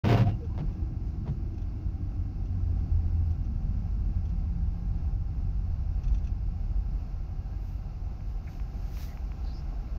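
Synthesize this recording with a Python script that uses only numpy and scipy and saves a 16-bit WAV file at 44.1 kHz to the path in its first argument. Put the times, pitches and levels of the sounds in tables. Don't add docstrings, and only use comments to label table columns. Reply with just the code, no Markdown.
import sys
import numpy as np
from scipy import signal
from scipy.fft import rfft, irfft
from scipy.io import wavfile
from scipy.ndimage import uniform_filter1d

SR = 44100
rng = np.random.default_rng(int(sys.argv[2]) if len(sys.argv) > 2 else 0)


def transcribe(signal):
    frames = np.atleast_2d(signal).T
    limited = np.clip(frames, -1, 1)
    pcm = np.round(limited * 32767).astype(np.int16)
    wavfile.write(sys.argv[1], SR, pcm)


N = 440118

BODY_DB, BOOM_DB, SNOW_DB, ROAR_DB = -34.5, -36.5, -43.5, -50.5
BOOM_FALL_DB, SNOW_FALL_DB, ROAR_FALL_DB, DRONE_FALL_DB = 2.5, 4.5, 5.5, 2.5
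DRONE_HZ, DRONE_DB, TREAD_HZ, TREAD_DB = 106, -44, 322.3, -55.5
CABIN_HZ, CABIN_WIDTH_HZ, DRONE_LIFT_DB = 82.66, 15, 16.5
FLOOR_HZ, FLOOR_WIDTH_HZ, TREAD_LIFT_DB = 174, 82, 9.5
TURN_AIR_DB, TURN_ROAR_DB, TURN_BOOM_DB = 2.5, 3, -9.5
BUMP_SHARE = 0.65
# (time [s], speed [share of cruising speed])
SPEED_CURVE = [(0, 0.97), (1.5, 1.004), (2.5, 0.83), (3.1, 0.79), (3.9, 0.59), (5, 0.51), (6.2, 0.39),
               (7.5, .4), (10, 0.4)]
# (time [s], gain [dB])
RUT_CURVE = [(0, 0), (1.5, -0.5), (4.2, 4), (6.4, 4), (7.6, -0.5), (10, 1)]
# (time [s], half length [s], boost [dB])
BUMP_CUES = [(.75, .1, 3.5), (2.85, 0.23, 4.5), (3.697, .08, 3), (4.05, 0.069, 4.5), (6.115, 0.064, 7.5),
             (6.8, 0.11, 4.5)]
# (frequency [Hz], gain [dB])
BODY_EQ = [(12, -24.5), (20, -11.5), (27, -9.5), (37, -1.5), (47, 1), (56, -5.5), (68, -7.5), (100, -25)]
# (frequency [Hz], gain [dB])
SNOW_EQ = [(85, -19), (115, -3), (135, 2.5), (175, -0.5), (210, -7), (250, -15), (400, -42.5)]
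# (frequency [Hz], gain [dB])
ROAR_EQ = [(170, -11.5), (220, 2), (270, -0.5), (350, -3.5), (430, -19.5), (600, -33.5)]


def road():
    t = np.arange(N) / SR
    speed, ruts_db, turn = curve(SPEED_CURVE), curve(RUT_CURVE), turn_to_vents()
    halvings = -np.log2(speed)
    drone_hz, tread_hz = DRONE_HZ * speed, TREAD_HZ * speed
    jolts_db = sum(db * np.exp(-((t - s) / half_s) ** 2) for s, half_s, db in BUMP_CUES)
    body_db = BODY_DB + ruts_db + jolts_db
    boom_db = BOOM_DB + ruts_db - BOOM_FALL_DB * halvings + TURN_BOOM_DB * turn
    snow_db = SNOW_DB + ruts_db + BUMP_SHARE * jolts_db - SNOW_FALL_DB * halvings
    roar_db = ROAR_DB + BUMP_SHARE * jolts_db - ROAR_FALL_DB * halvings + TURN_ROAR_DB * turn
    cabin_lift_db = DRONE_LIFT_DB * resonance(drone_hz, CABIN_HZ, CABIN_WIDTH_HZ)
    drone_db = DRONE_DB - DRONE_FALL_DB * halvings + cabin_lift_db
    tread_db = TREAD_DB + TREAD_LIFT_DB * resonance(tread_hz, FLOOR_HZ, FLOOR_WIDTH_HZ)
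    body = steady(colour(noise(), BODY_EQ)) * undb(body_db)
    boom = steady(ring(noise(), [(CABIN_HZ, 22.7, 0)])) * undb(boom_db)
    snow = colour(noise(), SNOW_EQ) * undb(snow_db)
    roar = colour(noise(), ROAR_EQ) * undb(roar_db)
    drone = steady(hum(drone_hz, width_hz=5.8)) * undb(drone_db)
    tread = hum(tread_hz, width_hz=24) * undb(tread_db)
    return body + boom + snow + roar + drone + tread


# (start [s], length [s], level [dB])
STROKE_CUES = [(0.033, 0.05, -31), (0.082, 0.059, -27), (.16, .058, -32.5), (0.254, 0.05, -45)]
# (frequency [Hz], gain [dB])
CASE_EQ = [(120, -3), (250, 5.5), (400, 2), (600, 0), (1000, -6.5), (1800, -13), (2800, -13), (3400, -19),
           (5000, -24.5), (6800, -35.5), (8500, -49), (12000, -43), (15500, -40)]
# (frequency [Hz], width [Hz], gain [dB])
SCRAPE_MODES = [(272, 18, 1), (409, 26, -3), (539, 22, -5), (694, 30, 3), (776, 26, -2), (925, 22, -7),
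                (962, 22, -7), (1157, 28, -13), (1529, 28, -15), (2804, 45, -15)]
# (frequency [Hz], width [Hz], gain [dB])
PUSH_MODES = [(109.1, 17, 7), (152, 17, -13.5), (163, 34, -9), (186.6, 33, -10)]


def hand(ring_db=-8, push_db=-22):
    strokes = sum(undb(db) * press(s, length, release_s=0.017) for s, length, db in STROKE_CUES)
    push = undb(push_db) * press(start_s=0.029, length_s=0.22, release_s=0.06)
    friction = slips(per_second=4600, spread_db=-1.0) * strokes
    scrape = colour(friction, CASE_EQ) + ring(friction, SCRAPE_MODES) * undb(ring_db)
    boom = steady(ring(noise(), PUSH_MODES), window_s=0.072) * push
    return scrape + boom


# (time [s], level [dB])
AIR_CURVE = [(0, -57.5), (1.8, -59.5), (2.8, -58), (10, -57.5)]
# (frequency [Hz], gain [dB])
AIR_EQ = [(200, -1.5), (450, 1.5), (590, -3), (900, -7), (1600, -9.5), (1800, -15.5), (2750, -14),
          (3200, -22), (5200, -16), (6300, -22), (7200, -35), (8200, -47), (10300, -41.5), (12500, -29.5),
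          (15500, -36)]
# (frequency [Hz], width [Hz], boost [dB])
DUCT_PEAKS = [(685, 130, 5.5), (785, 131, 10.5), (1067, 100, 6), (1327, 110, 5.5), (1626, 36, 5.5),
              (2090, 75, 4.5), (2480, 120, 1.5), (2700, 240, 3), (4470, 150, 3.5), (6950, 270, 7)]
# (frequency [Hz], level [dB])
WHINE_TONES = [(2186, -83.5), (5238, -91.5)]


def heater(flutter_db=0.61, pitch_drift=.0006):
    rush = colour(noise(), AIR_EQ, DUCT_PEAKS)
    air_db = curve(AIR_CURVE) + TURN_AIR_DB * turn_to_vents() + flutter_db * wander(2.3)
    motor_time = np.cumsum(1 + pitch_drift * wander(1.9)) / SR
    whine = sum(undb(db) * unit(np.sin(2 * np.pi * hz * motor_time)) for hz, db in WHINE_TONES)
    return rush * undb(air_db) + whine


# (start [s], scuff level [dB], scuff length [s], thud level [dB])
FINGER_CUES = [(0.544, -55, 0.02, -63), (0.576, -42, 0.045, -32.5), (0.677, -55, 0.041, -53),
               (1.257, -47, 0.047, -35)]
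# (frequency [Hz], gain [dB])
SCUFF_EQ = [(180, -11.5), (350, 5), (650, 3.5), (1000, -2), (1800, -14), (2800, -17), (4500, -23),
            (6500, -33.5), (8500, -55)]


def fingers(thud_hz=157.0, thud_width_hz=61, thud_s=0.054):
    scuffs = sum(undb(db) * swell(s, length) for s, db, length, _ in FINGER_CUES)
    thuds = sum(undb(db) * swell(s + length / 2, thud_s) for s, _, length, db in FINGER_CUES)
    friction = slips(per_second=4500, spread_db=7.0) * scuffs
    return colour(friction, SCUFF_EQ) + ring(noise(), [(thud_hz, thud_width_hz, 0)]) * thuds


# (start [s], length [s], from pitch [Hz], to
# pitch [Hz], width [Hz], level [dB])
SQUEAK_CUES = [(0.256, 0.033, 700, 730, 60, -39), (0.285, 0.072, 2890, 2800, 200, -64),
               (0.326, .03, 838, 830, 59.6, -56), (0.402, 0.072, 507, 409, 65, -47),
               (0.495, 0.036, 950, 1020, 88.5, -57.5), (8.467, 0.027, 2330, 2240, 450, -56.5),
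               (8.47, 0.029, 1620, 1460, 400, -55.5), (9.074, 0.073, 2110, 1950, 300, -62),
               (9.44, .1, 4430, 4300, 900, -60), (9.517, 0.095, 4950, 5150, 800, -61),
               (9.869, 0.013, 2190, 2190, 350, -61)]


def squeaks():
    chirps = np.zeros(N)
    for s, length, start_hz, end_hz, width_hz, db in SQUEAK_CUES:
        glide_hz = curve([(s, start_hz), (s + length, end_hz)])
        chirps += hum(glide_hz, width_hz) * swell(s, length) * undb(db)
    return chirps


# (time [s], peak level [dB])
TICK_CUES = [(8.2065, -45.5), (8.5988, -38), (8.9704, -36), (9.1734, -38), (9.3184, -38.5)]
# (frequency [Hz], 60 dB decay time [s], gain [dB])
SNAP_MODES = [(2380, 0.0029, 0), (1110, 0.004, -3)]


def case_ticks(attack_s=0.00066):
    t = np.arange(SR // 100) / SR
    snap = sum(undb(db) * np.sin(2 * np.pi * hz * t) * undb(-60 * t / t60) for hz, t60, db in SNAP_MODES)
    snap *= (1 - np.exp(-t / attack_s)) ** 2
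    hits = np.zeros(N)
    for s, db in TICK_CUES:
        hits[int(s * SR)] = undb(db)
    return signal.fftconvolve(hits, snap / np.abs(snap).max())[:N]


# (time [s], level [dB])
RATTLE_CUES = [(0.443, -67), (0.726, -70.5), (1.542, -70), (1.58, -64.5), (1.619, -67), (2.455, -67),
               (2.789, -72), (3.305, -69), (3.444, -65), (4.254, -66.5), (4.292, -68), (6.034, -60),
               (6.077, -63), (6.119, -66), (6.142, -60), (6.18, -69.5), (6.243, -64), (6.27, -61.5)]
# (frequency [Hz], width [Hz], gain [dB])
TRIM_MODES = [(1490, 900, -5.5), (2610, 260, 2.5), (3380, 640, -2.5), (4300, 900, -3.5), (5130, 940, -5.5),
              (5750, 530, -7.5)]
# (frequency [Hz], gain [dB])
SEAT_EQ = [(900, 0.5), (6000, 1.5), (7000, -5), (8500, -15)]


def trim_rattle(decay_s=0.012):
    t = np.arange(N) / SR
    jolts = sum(undb(db) * (t >= s) * np.exp(-np.abs(t - s) / decay_s) for s, db in RATTLE_CUES)
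    chatter = slips(per_second=4000, spread_db=0.5) * jolts
    return colour(ring(chatter, TRIM_MODES), SEAT_EQ)


# (peak time [s], fade [s], swish level [dB], hiss level [dB])
SLIDE_CUES = [(1.08, .035, -73, -86), (1.31, 0.031, -75, -85), (3.3, 0.04, -77.5, -81),
              (6.98, 0.065, -81, -85), (7.69, 0.062, -71, -74), (8.3, .035, -73, -81),
              (8.53, 0.042, -66, -74), (8.96, 0.15, -65, -73), (9.022, 0.037, -57.5, -58.5),
              (9.52, .12, -72.5, -92), (9.88, .08, -81, -87)]
# (frequency [Hz], gain [dB])
SWISH_EQ = [(700, -3.5), (1300, 3.5), (2300, 5.5), (3400, -0.5), (4800, 4.5), (6500, 2.5), (8500, -21),
            (11000, -24.5), (15500, -33.5)]
# (frequency [Hz], gain [dB])
FIBRE_EQ = [(6000, -14), (9500, -13), (11000, -7.5), (12600, 2.5), (15500, 0)]


def sleeve():
    t = np.arange(N) / SR
    swish_gain = hiss_gain = 0
    for s, fade_s, swish_db, hiss_db in SLIDE_CUES:
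        motion = 1 / np.cosh(np.clip((t - s) / fade_s, -20, 20))
        swish_gain += undb(swish_db) * motion
        hiss_gain += undb(hiss_db) * motion
    swish = colour(slips(per_second=18000, spread_db=5.0), SWISH_EQ) * swish_gain
    return swish + colour(noise(), FIBRE_EQ) * hiss_gain


def cabin_reverb(x, wet_db, t60_s):
    t = np.arange(SR // 10) / SR
    echoes = rng.standard_normal(len(t)) * undb(-60 * t / t60_s)
    wet = signal.fftconvolve(x, echoes / np.linalg.norm(echoes))[:N]
    return (x + undb(wet_db) * wet) / np.hypot(1, undb(wet_db))


def turn_to_vents(start_s=8.23, length_s=1):
    return np.clip((np.arange(N) / SR - start_s) / length_s, 0, 1)


def undb(db):
    return 10 ** (np.asarray(db) / 20)


def unit(x):
    return x / np.sqrt(np.mean(x ** 2))


def curve(points):
    return np.interp(np.arange(N) / SR, *np.transpose(points))


def swell(start_s, length_s):
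    progress = np.clip((np.arange(N) / SR - start_s) / length_s, 0, 1)
    return np.sqrt(np.abs(np.sin(np.pi * progress)))


def press(start_s, length_s, release_s, attack_s=.016):
    t = np.arange(N) / SR - start_s
    return np.clip(t / attack_s, 0, 1) * np.exp(-np.maximum(t - length_s, 0) / release_s)


def noise():
    return rng.standard_normal(N)


def wander(rate_hz):
    hz = np.arange(N // 2 + 1) * SR / N
    return unit(irfft(rfft(noise()) * np.exp(-.5 * (hz / rate_hz) ** 2), N))


def hum(hz, width_hz):
    phase = 2 * np.pi * np.cumsum(hz) / SR
    return unit(wander(width_hz / 2) * np.cos(phase) + wander(width_hz / 2) * np.sin(phase))


def slips(per_second, spread_db):
    clicks = (rng.random(N) < per_second / SR) * noise()
    return unit(clicks * undb(spread_db * np.clip(noise(), -2, 2)))


def resonance(hz, centre_hz, width_hz):
    return 1 / (1 + (2 * (hz - centre_hz) / width_hz) ** 2)


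def colour(x, eq, peaks=()):
    hz = np.maximum(np.arange(N // 2 + 1) * SR / N, 1)
    eq_hz, eq_db = np.transpose(eq)
    gain_db = np.interp(np.log(hz), np.log(eq_hz), eq_db)
    octaves_outside = np.abs(np.log2(hz / np.clip(hz, eq_hz.min(), eq_hz.max())))
    gain_db -= 24 * octaves_outside
    for centre_hz, width_hz, boost_db in peaks:
        gain_db += boost_db * resonance(hz, centre_hz, width_hz)
    return irfft(rfft(x) * unit(undb(gain_db)), N)


def ring(x, modes):
    hz = np.maximum(np.arange(N // 2 + 1) * SR / N, 1)
    response = 0
    for centre_hz, width_hz, db in modes:
        detuning = (hz / centre_hz - centre_hz / hz) * centre_hz / (1.23 * width_hz)
        response += undb(db) / (1 + 1j * detuning) ** 2
    return irfft(rfft(x) * response / np.sqrt(np.mean(np.abs(response) ** 2)), N)


def steady(x, window_s=0.27):
    return x / np.sqrt(uniform_filter1d(x ** 2, int(window_s * SR)) + 1e-9)


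def scene():
    rattles = cabin_reverb(trim_rattle(), wet_db=-4.5, t60_s=.05)
    mix = road() + heater() + rattles + hand() + fingers() + case_ticks() + sleeve() + squeaks()
    return mix[None]


def record(dry, start_s=.035, fade_s=.01, top_hz=15600):
    t = np.arange(N) / SR
    fades = np.clip(np.minimum(t - start_s, t[-1] - t) / fade_s, 0, 1)
    lowpass = signal.ellip(12, .2, 80, top_hz, fs=SR, output="sos")
    return signal.sosfilt(lowpass, dry * fades)


dry = scene()
out = record(dry)
transcribe(out)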